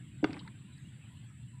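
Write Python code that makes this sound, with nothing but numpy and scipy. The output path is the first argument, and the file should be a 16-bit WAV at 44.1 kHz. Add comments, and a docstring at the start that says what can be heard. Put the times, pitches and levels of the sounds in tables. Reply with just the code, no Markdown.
"""One plop at the edge of a still pond: a pocket of air booms and the water slaps shut over it,
then drops fall back and a few small bubbles rise. The air pockets ring as gliding sines, the slap is
a cluster of short tones, spray and drops are shaped noise and ticks, and the banks echo faintly.
Behind it insects hiss in the grass, far birds chirp, and a low outdoor rumble lies under it all."""
import sys
import numpy as np
from scipy import signal
from scipy.fft import rfft, irfft
from scipy.io import wavfile
from scipy.ndimage import uniform_filter1d

SR = 44100
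rng = np.random.default_rng(int(sys.argv[2]) if len(sys.argv) > 2 else 0)


def digitize_waveform(pressure):
    """Quantize a signal to 16-bit integers and store it at the path in sys.argv[1].

    Rows of a 2-D input are taken as channels; values are limited to [-1, 1].
    """
    field = np.atleast_2d(pressure).T
    bounded = np.clip(field, -1, 1)
    quanta = np.round(bounded * 32767).astype(np.int16)
    wavfile.write(sys.argv[1], SR, quanta)


N = 70560

# EQ of the outdoor rumble (frequency [Hz], relative level [dB])
RUMBLE_EQ = [(20, -25), (40, -35), (60, -16), (90, -4), (125, 3), (165, -4), (220, -10), (300, -27),
             (420, -39), (800, -65)]
# fader ride of the rumble (time [s], level [dB])
RUMBLE_RIDE = [(0, -48.5), (.2, -48), (.47, -48.5), (.58, -50.5), (.79, -51.5), (0.851, -44), (.96, -54.5),
               (1.14, -49.5), (1.331, -53), (1.43, -48), (1.5, -51), (1.6, -50.5)]
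# EQ of the insect bed (frequency [Hz], relative level [dB])
INSECT_EQ = [(5000, -37), (6850, -34.5), (7300, -9.5), (7750, -3.5), (8050, -4), (8350, -17), (8900, -15.5),
             (9250, -11), (9700, -20.5), (10500, -36.5), (15000, -54)]
# EQ of the far bird chorus (frequency [Hz], relative level [dB])
CHORUS_EQ = [(300, -7.5), (700, -6), (1200, -6), (1800, 2.5), (2200, 0), (2750, 2.5), (3300, -1),
             (3950, -5), (4250, -11), (4600, -11), (5300, -27), (7000, -32)]
# fader ride of the chorus (time [s], level [dB])
CHORUS_RIDE = [(0, -69), (.3, -65.5), (.6, -67.5), (.85, -66.5), (1.1, -65.5), (1.35, -69), (1.6, -71)]
# bird notes (time [s], length [s], level [dB], start pitch [Hz], middle pitch [Hz], end pitch [Hz])
BIRD_NOTES = [(.537, 0.042, -67.5, 1557, 1558, 1650), (.54, .034, -67, 2545, 2680, 2790),
              (0.716, 0.038, -65.5, 4120, 3890, 3970), (0.766, 0.12, -81.5, 6500, 6520, 6150),
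              (.784, 0.027, -87, 11450, 11700, 11500), (0.84, 0.035, -63, 2670, 2844, 3170),
              (.86, 0.08, -86, 6200, 6470, 7100), (1.017, .026, -67, 2720, 2610, 2670),
              (1.045, 0.049, -69, 3166, 2941, 2640), (1.1, .069, -86, 11200, 11500, 11200),
              (1.159, 0.031, -66, 2684, 2870, 3110), (1.238, 0.022, -84, 11750, 11650, 11450),
              (1.254, 0.07, -84, 6550, 5950, 5100), (1.285, 0.066, -70.5, 1320, 1270, 1260),
              (1.466, 0.0414, -72.5, 2894, 2970, 3080)]
# drops falling back (time [s], level [dB], band centre [Hz], band width [octaves], t60 [s])
FALLING_DROPS = [(.276, -51.5, 1490, .5, .014), (0.307, -47.5, 2490, 0.46, .019),
                 (.3304, -44.5, 1970, 0.76, 0.021), (.3304, -49.5, 4550, 0.23, 0.023),
                 (0.3415, -46.5, 2220, .22, 0.021), (.3675, -47, 930, 0.97, 0.069),
                 (0.3924, -48, 4000, 0.17, 0.046), (0.393, -52, 3000, 0.11, 0.07),
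                 (.4767, -47, 1714, 0.27, 0.032), (0.4769, -56, 4050, 0.14, 0.02),
                 (.778, -59.5, 4600, 0.064, 0.022)]
# EQ of the spray (frequency [Hz], relative level [dB])
SPRAY_EQ = [(100, -26), (220, 2.5), (450, 5), (900, 0), (1500, -6), (2300, -10), (3600, -11.5), (5000, -25),
            (7300, -31), (15000, -46.5)]
# ring of the water slapping shut (pitch [Hz], level [dB], attack [s], t60 [s])
SLAP_TONES = [(960, -27.5, 0.0018, 0.022), (1224, -31, 0.0017, 0.041), (1527, -23.5, 0.002, 0.013),
              (2120, -27.5, 0.003, 0.0073), (2787, -31.5, 0.0026, 0.0092), (3410, -39.5, .0025, 0.035),
              (4610, -37.5, .0014, 0.014), (5790, -44.5, 0.0007, 0.01)]
# air pockets in the water (time [s], pitch [Hz], level [dB], attack [s], t60 [s], glide [octaves/s])
AIR_POCKETS = [(0.2291, 510, -29, .0015, 0.021, 0), (0.2312, 303.5, -18, 0.0047, 0.053, -0.5),
               (0.2444, 306, -18.5, 0.00098, 0.032, -1.5), (0.2452, 397, -27, 0.0015, 0.047, 6),
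               (.2425, 736, -35.5, 0.0032, 0.044, 2.5), (0.293, 259.5, -32.5, 0.0031, 0.086, 14.5),
               (.293, 735, -45, 0.0024, 0.046, 4.5), (0.32, 307, -38.5, 0.018, 0.023, -11),
               (.366, 300, -44.5, 0.0086, 0.09, -4), (0.404, 837, -56, 0.01, 0.082, 27.5),
               (0.448, 1043, -54.5, .0056, 0.021, -7), (.456, 853, -54.5, 0.018, 0.1, 5.5)]


def amp(db):
    """Decibels to gain."""
    return 10 ** (np.asarray(db) / 20)


def unit(x):
    """Scales to rms 1."""
    return x / np.sqrt(np.mean(x ** 2) + 1e-20)


def add(mix, start, sound):
    """Mixes a sound in at a start time in seconds."""
    part = mix[max(round(start * SR), 0):][:len(sound)]
    part += sound[:len(part)]


def eq_db(eq, hz):
    """Reads an EQ curve on a log-frequency axis."""
    freqs, db = np.transpose(eq)
    return np.interp(np.log(hz + 1), np.log(freqs), db)


def ride(points):
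    """Gain over the whole scene from a fader ride."""
    return amp(np.interp(np.arange(N) / SR, *np.transpose(points)))


def envelope(t, db, attack, t60):
    """Linear attack to a peak level, then an exponential decay."""
    return np.minimum(t / attack, 1) * amp(db - 60 * np.maximum(t - attack, 0) / t60)


def colour(x, eq):
    """Applies an EQ, scaled so that white noise keeps its level."""
    gain = unit(amp(eq_db(eq, np.fft.rfftfreq(len(x), 1 / SR))))
    return irfft(rfft(x) * gain, len(x))


def band(count, hz, octaves):
    """Noise in one bell-shaped band, at rms 1."""
    freqs = np.fft.rfftfreq(count, 1 / SR) + 1
    bell = np.exp(-.5 * (np.log2(freqs / hz) / octaves) ** 2)
    return unit(irfft(rfft(rng.standard_normal(count)) * bell, count))


def drift(count, hz):
    """Random modulation of rms about 1, rolling off above hz."""
    rolloff = np.exp(-(np.fft.rfftfreq(N, 1 / SR) / hz) ** 2)
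    return unit(irfft(rfft(rng.standard_normal(N)) * rolloff, N))[:count]


def patchy(eq, patch_db, frames, bins):
    """Shaped noise at rms 1 that shimmers in patches of time frames by frequency bins."""
    hz = np.fft.rfftfreq(1024, 1 / SR)
    real, imag, shimmer = rng.standard_normal((3, N // 256 + 5, len(hz)))
    patches = unit(uniform_filter1d(uniform_filter1d(shimmer, frames, axis=0), bins, axis=1))
    spectra = (real + 1j * imag) * amp(eq_db(eq, hz) + patch_db * patches)
    return unit(signal.istft(spectra.T, nperseg=1024, noverlap=768)[1][:N])


def scatter(x, t60):
    """Diffuse echo from the banks and trees, wet only."""
    t = np.arange(SR) / SR
    tail = rng.standard_normal(len(t)) * amp(-60 * t / t60) * np.minimum(t / 0.0089, 1)
    return signal.fftconvolve(x, tail / np.linalg.norm(tail))[:N]


def outdoor_air():
    """The bottom layer: lumpy low rumble, a soft fading drone above it and a very faint even hiss."""
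    t = np.arange(N) / SR
    rumble = colour(rng.standard_normal(N), RUMBLE_EQ) * ride(RUMBLE_RIDE)
    drone = band(N, hz=265.4, octaves=0.27) * amp(-61 - 8 * t)
    hiss = amp(-86.5) * rng.standard_normal(N)
    return rumble + drone + hiss


def insects():
    """Massed insects blend into a steady high sizzle."""
    return amp(-70.5) * patchy(INSECT_EQ, patch_db=2, frames=3, bins=8)


def birds():
    """Thin whistled notes, blurred by distance, over a chorus too far away to tell apart."""
    out = np.zeros(N)
    # one bird repeats a plain low note
    hoots = [(start, .07, -70, 984, 984, 984) for start in np.arange(.662, N / SR, .431)]
    for start, length, db, *pitches in BIRD_NOTES + hoots:
        progress = np.linspace(0, 1, int(length * SR))
        contour = np.polyval(np.polyfit([0, .5, 1], pitches, 2), progress)
        hz = contour + 30 * drift(len(progress), hz=119)
        flutter_db = 2.5 * drift(len(progress), hz=90)
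        level = amp(db + flutter_db) * np.sin(np.pi * progress)
        add(out, start, level * np.sin(2 * np.pi * np.cumsum(hz) / SR))
    reverb = amp(-4.5) * scatter(out, t60=0.28)
    chorus = ride(CHORUS_RIDE) * patchy(CHORUS_EQ, patch_db=3.5, frames=8, bins=5)
    return out + reverb + chorus


def drops():
    """Larger drops hit the water, each in its own band: a hard tick, then a short fizz."""
    out, t = np.zeros(N), np.arange(4096) / SR
    fizz_attack_s, tick_boost_db = 0.00064, 1.5
    for start, db, hz, octaves, t60 in FALLING_DROPS:
        age = np.pi * hz * octaves * t  # a wider band gives a snappier tick
        tick = age * np.exp(1 - age) * np.sin(2 * np.pi * hz * t)
        fade = amp(-60 * t / t60)
        fizz = band(len(t), hz, octaves) * np.minimum(t / fizz_attack_s, 1) * fade
        fizz *= np.linalg.norm(fade) / np.linalg.norm(fizz)
        add(out, start, amp(db) * (amp(tick_boost_db) * tick + fizz))
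    return out


def spray():
    """A puff of spray with the slap, then a patter of fine droplets, duller than the puff."""
    out, t = np.zeros(N), np.arange(SR // 2) / SR
    puff_t60, patter_hold_s, patter_t60, droplets_per_s = 0.039, 0.13, 0.17, 1400
    puff = rng.standard_normal(len(t)) * amp(-30 - 60 * t / puff_t60)
    droplets = unit(rng.standard_normal(len(t)) * (rng.random(len(t)) < droplets_per_s / SR))
    patter = droplets * amp(-54.5 - 60 * np.maximum(t - patter_hold_s, 0) / patter_t60)
    patter = signal.sosfilt(signal.butter(2, 5000, "lowpass", fs=SR, output="sos"), patter)
    add(out, start=.2425, sound=puff + patter)
    return colour(out, SPRAY_EQ)


def slap():
    """Water shuts with a wet, barely ringing smack: the top comes first, the mids swell just after."""
    out, t = np.zeros(N), np.arange(SR // 20) / SR
    for hz, db, attack, t60 in SLAP_TONES:
        tone = envelope(t, db, attack, t60) * np.sin(2 * np.pi * hz * t)
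        add(out, start=.2419, sound=tone)
    return out


def bubbles():
    """The body of the plop: each air pocket swells, rings at a gliding pitch and wobbles as it dies."""
    out, t = np.zeros(N), np.arange(SR // 6) / SR
    wobble_octaves, wobble_onset_s = 0.075, 0.0406
    for start, hz, db, attack, t60, glide in AIR_POCKETS:
        wobble = wobble_octaves * np.minimum(t / wobble_onset_s, 1) ** 2 * drift(len(t), hz=90.4)
        pitch = hz * 2 ** (np.minimum(glide * t, 1) + wobble)  # the glide stops an octave up
        add(out, start, envelope(t, db, attack, t60) * np.sin(2 * np.pi * np.cumsum(pitch) / SR))
    return out


def scene():
    """Mono mix of plop, bank echo and pond ambience; only the boom returns from the far bank."""
    boom = bubbles()
    plop = boom + slap() + spray() + drops()
    near_banks = amp(-17.5) * scatter(plop, t60=0.54)
    far_bank = amp(-30) * scatter(boom, t60=1.17)
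    return (plop + near_banks + far_bank + birds() + insects() + outdoor_air())[None]


def record(dry):
    """A steep high cut at 15.5 kHz on the whole mix."""
    high_cut = signal.firwin(511, 15500, window=("kaiser", 9), fs=SR)
    return signal.oaconvolve(dry, high_cut[None], "same")


dry = scene()
out = record(dry)
digitize_waveform(out)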